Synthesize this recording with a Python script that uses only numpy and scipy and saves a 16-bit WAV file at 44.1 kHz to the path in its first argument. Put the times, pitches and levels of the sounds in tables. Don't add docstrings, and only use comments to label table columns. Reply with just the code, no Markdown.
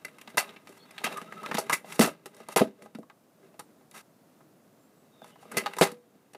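import sys
import numpy as np
from scipy import signal
from scipy.fft import rfft, irfft, next_fast_len
from scipy.io import wavfile
from scipy.ndimage import uniform_filter1d, map_coordinates

SR = 44100
rng = np.random.default_rng(int(sys.argv[2]) if len(sys.argv) > 2 else 0)


def to_wav(s):
    ch = np.atleast_2d(s).T
    pcm = np.round(np.clip(ch, -1, 1) * 32767)
    wavfile.write(sys.argv[1], SR, pcm.astype(np.int16))


N = 280917

# start in seconds, clack level in dB, thud in dB re the clack,
# rattle in dB re the clack, loudest ring in Hz.
CONTACTS = [(0.048, -37, -13.5, -7, 2270), (.082, -51.5, -6, -10, 2000), (0.184, -50.5, -20, -7.5, 2100),
            (.213, -49.5, -11, -3, 2640), (0.275, -45.5, -5, -25, 226), (.301, -55, -24, -6.5, 2340),
            (0.344, -57.5, 11.5, -22, 280), (.372, -25.5, -5.5, -4, 540), (.379, -19.5, -20.5, -8, 2410),
            (0.492, -45.5, -22, -26, 3400), (0.562, -48.5, -5, -20, 2660), (0.672, -47, -18, -11, 2530),
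            (0.691, -61, 12.5, 3, 300), (.908, -53, -7, -3.5, 2220), (0.98, -38.5, -30, -16, 3360),
            (1.016, -44.5, -13, -30, 680), (1.037, -40, -15, -18, 1580), (1.041, -28, -9, -6.5, 2600),
            (1.064, -33, -7.5, -13, 710), (1.115, -46, 3, -28, 1190), (1.171, -39.5, -20, -7.5, 1236),
            (1.215, -42.5, -0.5, -12, 220), (1.323, -38.5, -13.5, -23, 1530),
            (1.431, -42.5, -6, -12.5, 1160), (1.461, -34, -10, -19, 1430), (1.489, -52, 11, -15, 240),
            (1.513, -29.5, -5.5, -35, 1050), (1.543, -31.5, 2, -9, 226), (1.57, -34.5, -15, -10.5, 5000),
            (1.582, -28.5, -0.5, -3.5, 635), (1.696, -24.5, -13.5, -10.5, 1250), (1.721, -32, -7, -6, 1180),
            (1.728, -22, -14.5, -6.5, 2150), (1.844, -47.5, -0.5, -30, 650), (1.922, -39, -20, -6, 2300),
            (1.993, -22, 11, -3.5, 210), (2.01, -19, -3, -6, 384), (2.022, -24.5, 0, 0, 1540),
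            (2.035, -35, 11, -9, 227), (2.048, -29.5, 1.5, -16, 390), (2.073, -36, 7.5, -4, 596),
            (2.258, -41.5, -1, -2.5, 368), (2.346, -63, -10, 8, 8000), (2.366, -67, -12, 12, 9000),
            (2.402, -49, 3.5, -13, 495), (2.467, -61, -25, -28, 2520), (2.486, -38.5, -3.5, -2, 686),
            (2.561, -19.5, 1, -6, 444), (2.608, -38.5, 25, -31, 217), (2.616, -30.5, 16.5, -20, 384),
            (2.821, -47, 1, -9, 225), (2.859, -48.5, 0, -15, 805), (2.949, -45.5, 11, -8.5, 270),
            (2.986, -61.5, 25.5, 1, 284), (3.03, -52.5, -2, -22, 996), (3.099, -48.5, -14, -36.5, 1100),
            (3.542, -61.5, 4, -24, 700), (3.593, -44, -2.5, -0.5, 610), (3.81, -62, -1.5, -31, 876),
            (3.912, -61, -9, 7, 4500), (4.406, -60, 0.5, -16.5, 1097), (5.218, -50.5, 2.5, -20, 800),
            (5.243, -50.5, -6, -10, 900), (5.357, -55, -4, -22, 880), (5.427, -53, -7, -20, 900),
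            (5.454, -59, 7, -19, 1200), (5.515, -43, -25, -4.5, 1560), (5.569, -28, -2.5, -0.5, 2200),
            (5.66, -27.5, -14.5, -26.5, 626), (5.735, -40, -12, -12.5, 2100), (5.767, -43, 1, -4, 465),
            (5.785, -29.5, -22, -8, 940), (5.811, -18, 4.5, -9.5, 437), (5.829, -26.5, -21, -1.5, 483),
            (5.916, -49, 9.5, 1.5, 220), (6.153, -68.5, 15, -23.5, 206.4), (6.334, -57.5, -1, 2, 4000),
            (6.347, -46.5, -1.5, -15, 470)]
# time in seconds, level in dB, deck rumble in dB re that level.
WHEEL_ROLL = [(0, -66, 0.5), (.35, -64, -3), (.5, -49.5, -1), (.64, -71, -7), (.97, -58, -4.5),
              (1.1, -44, -1), (1.3, -58, 3), (1.5, -47.5, 0), (1.62, -51, 2.5), (1.82, -60, 2.5),
              (2.2, -71, 8), (2.4, -57, 1.5), (2.7, -83, 4), (2.84, -59.5, 14.5), (3.1, -99, -8.5),
              (3.45, -70.5, 12), (3.9, -89.5, 1), (5.15, -77, 6), (5.45, -71, 2), (5.55, -48.5, 7),
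              (5.78, -54.5, -3), (6, -75, -6)]
# start in seconds, length in seconds, level in dB.
DRAGS = [(0.279, 0.044, -60), (0.643, 0.18, -60.5), (1.836, 0.19, -45.5), (2.333, 0.14, -63.5),
         (2.491, 0.061, -44), (2.81, 0.067, -57.5), (3.41, 0.075, -75), (3.923, .1, -45),
         (5.226, 0.1, -56.5), (5.383, 0.092, -60)]
# deck, bars and fork, each in dB re the drag's level.
DRAG_PARTS_DB = (-10.5, -3, -6)
# from seconds, to seconds.
UNLOADED = [(.37, 0.84), (1.03, 1.5), (5.5, 9.3)]
# frequency in Hz, level in dB, t60 in seconds.
DECK_MODES = [(168, -4, .06), (224, 1, .07), (296, -12, .05), (395, 1, .09), (486, -2, .15), (572, -4, .08),
              (650, -4, .07)]
BAR_MODES = [(810, 0, .035), (1095, 0, .04), (1250, 0, .04), (1430, -2, .035), (1610, -5, .03),
             (1856, -3, .04), (2035, -1, .035), (2310, -1, .03), (2700, -1, .035), (3210, -1, .025),
             (3790, 0, .025)]
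FORK_MODES = [(4450, -3, .03), (5050, -3, .03), (5630, -2, .035), (7990, 0, .025), (9000, -3, .02),
              (10830, -1, .025)]
# frequency in Hz, relative level in dB.
PART_COLOURS = [
    [(30, -36), (110, -14.5), (170, -7), (600, -5.5), (1100, -22), (3000, -64.5)],
    [(300, -41), (700, -5), (1000, 0.5), (2500, -4), (4500, -12), (9000, -25)],
    [(2000, -44), (4500, -7), (7000, -5), (11000, -4), (15000, -15)],
]
# start in seconds, end in seconds,
# start pitch in Hz, end pitch in Hz, level in dB.
SPRING_NOTES = [(1.15, 1.205, 1225, 1197, -42), (1.27, 1.34, 1330, 1273, -49.5),
                (1.365, 1.41, 1283, 1300, -45.5), (1.435, 1.48, 1246, 1385, -36.5)]
# start in seconds, end in seconds, start pitch in Hz, end pitch in Hz, level in dB.
BIRD_CALLS = [(.78, .86, 4250, 4400, -65), (.74, .98, 3350, 3600, -71), (4.72, 4.9, 7400, 7400, -79),
              (4.95, 5.06, 7900, 7850, -80), (5.12, 5.36, 3750, 3400, -70), (5.3, 5.42, 3050, 2900, -70.5)]
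# frequency in Hz, t60 in seconds.
YARD_DECAY = [(200, 0.25), (1500, 0.091), (12000, 0.14)]
# frequency in Hz, relative level in dB.
TRAFFIC_COLOUR = [(15, -78.5), (25, -46.5), (64, -29), (133, -6.5), (253, -4), (359, -8), (410, -9.5),
                  (684, -11), (826, -17), (1140, -18.5), (2230, -27.5), (3260, -30.5), (15500, -31.5)]

BLOW_SAMPLES = 16384
CONTACT_T60_S = 0.072
LONGER_PER_DB, LOOSER_PER_DB = 0.0676, 0.06
SHORTER_PER_OCTAVE = 0.083
FREE_DB, FREE_LONGER = -14, 2.3
ROLL_HISS_DB = -12.5
CLICKS_PER_S, CLICK_DB = 230, 16
DRAG_EDGE = 0.44
YARD_DB = -13.5
TRAFFIC_DB = -61
TOP_HZ = 15250


def knocks():
    start_s, clack_db, thud_db, rattle_db, spot_hz = np.transpose(CONTACTS)
    growth = LONGER_PER_DB * (clack_db + 27.5) + LOOSER_PER_DB * (rattle_db + 10.5)
    t60 = CONTACT_T60_S * np.exp(growth - SHORTER_PER_OCTAVE * np.log2(spot_hz / 700))
    rise = 0.0025 + 0.011 * t60
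    thud_colour, clack_colour, rattle_colour = PART_COLOURS
    thud = struck(DECK_MODES, thud_colour, spot_hz, 4 * rise, 0.5 * t60,
                  dull_db=-14, focus_db=16, tick=0.2, push=2.5)
    clack = struck(BAR_MODES, clack_colour, spot_hz, rise, 1.13 * t60,
                   dull_db=-8, focus_db=20.5, tick=0.97, push=0.34)
    rattle = struck(FORK_MODES, rattle_colour, spot_hz, 0.44 * rise, 0.81 * t60,
                    dull_db=-7.5, focus_db=3.5, tick=0.42, push=0.04)
    mixed = amp(thud_db)[:, None] * thud + clack + amp(rattle_db)[:, None] * rattle
    blows = amp(clack_db)[:, None] * mixed
    out = np.zeros(N + BLOW_SAMPLES)
    for start, blow in zip(np.round(start_s * SR).astype(int), blows):
        out[start:start + BLOW_SAMPLES] += blow
    return out[:N]


def struck(modes, colour, spot_hz, rise, t60, dull_db, focus_db, tick, push):
    t, f = np.arange(BLOW_SAMPLES) / SR, np.fft.rfftfreq(BLOW_SAMPLES, 1 / SR)
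    burst = amp(-60 * t / t60[:, None]) * (1 - np.exp(-t / rise[:, None]))
    shape = burst + tick * amp(-60 * t / 0.033)
    slips = np.repeat(rng.standard_normal((len(rise), BLOW_SAMPLES // 128)), repeats=128, axis=1)
    noise = rng.standard_normal((len(rise), BLOW_SAMPLES))
    chatter = shape * amp(4.5 * slips) * noise * (t < 0.25)
    chatter[:, 40] += push * np.linalg.norm(chatter, axis=1)

    octaves_away = np.abs(np.log2(np.transpose(modes)[0] / spot_hz[:, None]))
    scatter_db = 3 * rng.standard_normal(octaves_away.shape)
    weights = amp(-focus_db * np.minimum(octaves_away, 0.5) + scatter_db)

    spread = np.minimum(np.abs(np.log2((f + 1) / spot_hz[:, None])), 1.6)
    colour_db = along(colour, f) - focus_db / 3 * spread
    mirrored_db = np.c_[colour_db, colour_db[:, -2:0:-1]]
    log_response = signal.hilbert(mirrored_db * np.log(10) / 20)
    causal = np.exp(np.conj(log_response))[:, :len(f)]

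    response = (weights @ ringing(modes, f) + amp(dull_db)) * causal
    sound = irfft(rfft(chatter) * response, BLOW_SAMPLES)
    loudest = uniform_filter1d(np.abs(sound), size=256).max(axis=1, keepdims=True)
    return sound / loudest


def free_ring(blows):
    t = np.arange(N) / SR
    gate = 1. * sum((t > start) & (t < end) for start, end in UNLOADED)
    lifted = uniform_filter1d(gate, size=600)
    lasting = np.array([mode for mode in DECK_MODES if mode[2] > 0.075])
    free_modes = lasting * [1, 1, FREE_LONGER]
    drive = blows * lifted
    ring = filtered(drive, lambda f: ringing(free_modes, f).sum(axis=0))
    return amp(FREE_DB) * np.std(drive) * lifted * ring


def rolling():
    out, t = 0, np.arange(N) / SR
    shared_db = 0.68 * wobble(35) + 3 * wobble(150)
    roll_db, rumble_db = curves(WHEEL_ROLL)
    roll = amp([roll_db + rumble_db, roll_db, roll_db + ROLL_HISS_DB])
    drag = 0
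    for start, length, db in DRAGS:
        to_edge = np.minimum(t - start, start + length - t)
        drag = drag + amp(db) * np.clip(to_edge / (DRAG_EDGE * length), 0, 1)
    parts = zip((DECK_MODES, BAR_MODES, FORK_MODES), PART_COLOURS, (-18, -7, -1.5))
    for part, (modes, colour, dull_db) in enumerate(parts):
        level = roll[part] + drag * amp(DRAG_PARTS_DB[part])
        clicks = (rng.random(N) < CLICKS_PER_S / SR) * amp(CLICK_DB + 2 * rng.standard_normal(N))
        own_db = 1.0 * wobble(45)
        grit = rng.standard_normal(N) * amp(shared_db + own_db) + clicks

        def response(f):
            return (ringing(modes, f).sum(axis=0) + amp(dull_db)) * amp(along(colour, f))

        out = out + level * filtered(grit, response)
    return out


def brake_spring():
    return whistle(SPRING_NOTES, width_hz=97)


def yard(x):
    hz, t, z = signal.stft(rng.standard_normal(SR // 2), SR, nperseg=256)
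    decay = amp(-60 * t / along(YARD_DECAY, hz)[:, None])
    tail = signal.istft(z * decay, SR, nperseg=256)[1]
    return signal.fftconvolve(np.pad(x, (400, 0)), tail / np.linalg.norm(tail))[:N]


def far_birds():
    return whistle(BIRD_CALLS, width_hz=320)


def traffic():
    hum = filtered(rng.standard_normal(N), lambda f: amp(along(TRAFFIC_COLOUR, f)))
    return amp(TRAFFIC_DB + 0.31 * wobble(9.7) + 0.2 * wobble(51)) * hum


def whistle(notes, width_hz):
    out, t = 0, np.arange(N) / SR
    for start, end, start_hz, end_hz, db in notes:
        pitch_hz = np.interp(t, [start, end], [start_hz, end_hz])
        phase = 2 * np.pi * np.cumsum(pitch_hz) / SR
        progress = np.clip((t - start) / (end - start), 0, 1)
        swell = np.sqrt(np.abs(np.sin(np.pi * progress))) * amp(3 * wobble(30))
        tone = wobble(width_hz) * np.sin(phase) + wobble(width_hz) * np.cos(phase)
        out = out + amp(db) * swell * tone
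    return out


def ringing(modes, f):
    hz, db, t60 = np.transpose(modes)[..., None]
    width = np.log(1000) / (np.pi * t60)
    signs = (-1) ** np.arange(len(modes))[:, None]
    return signs * amp(db) * 1j * f * width / (hz * hz - f * f + 1j * f * width)


def filtered(x, response):
    m = next_fast_len(N + SR // 2)
    y = irfft(rfft(x, m) * response(np.fft.rfftfreq(m, 1 / SR)), m)[:N]
    return y / np.std(y)


def wobble(rate):
    knots = rng.standard_normal(int(N * rate / SR) + 4)
    return map_coordinates(knots, [np.arange(N) * rate / SR])


def curves(rows):
    s, *cols = np.transpose(rows)
    return [np.interp(np.arange(N) / SR, s, c) for c in cols]


def along(points, hz):
    f, v = np.transpose(points)
    return np.interp(np.log(hz + 1), np.log(f + 1), v)


def amp(db):
    return 10 ** (np.asarray(db) / 20)


def scene():
    blows = knocks()
    scooter = blows + free_ring(blows) + brake_spring()
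    near = scooter + amp(YARD_DB) * yard(scooter) + rolling()
    return (near + far_birds() + traffic())[None]


def record(dry):
    level_db = 10 * np.log10(np.abs(uniform_filter1d(dry[0] ** 2, size=441)) + 1e-12)
    recovery_db = 14 * np.arange(N) / SR
    held_db = np.maximum.accumulate(level_db + recovery_db) - recovery_db
    over_db = np.maximum(held_db + 24.5, 0)
    duck_db = uniform_filter1d(0.31 * over_db, size=2001, origin=1000)
    ducked = dry * amp(-duck_db)
    rounded = ducked / (1 + np.abs(ducked / 0.52) ** 4) ** (1 / 4)
    m = next_fast_len(N + 4096)
    cut_db = np.clip((np.fft.rfftfreq(m, 1 / SR) - TOP_HZ) / 25, 0, 80)
    return irfft(rfft(rounded, m) * amp(-cut_db), m)[:, :N]


dry = scene()
out = record(dry)
to_wav(out)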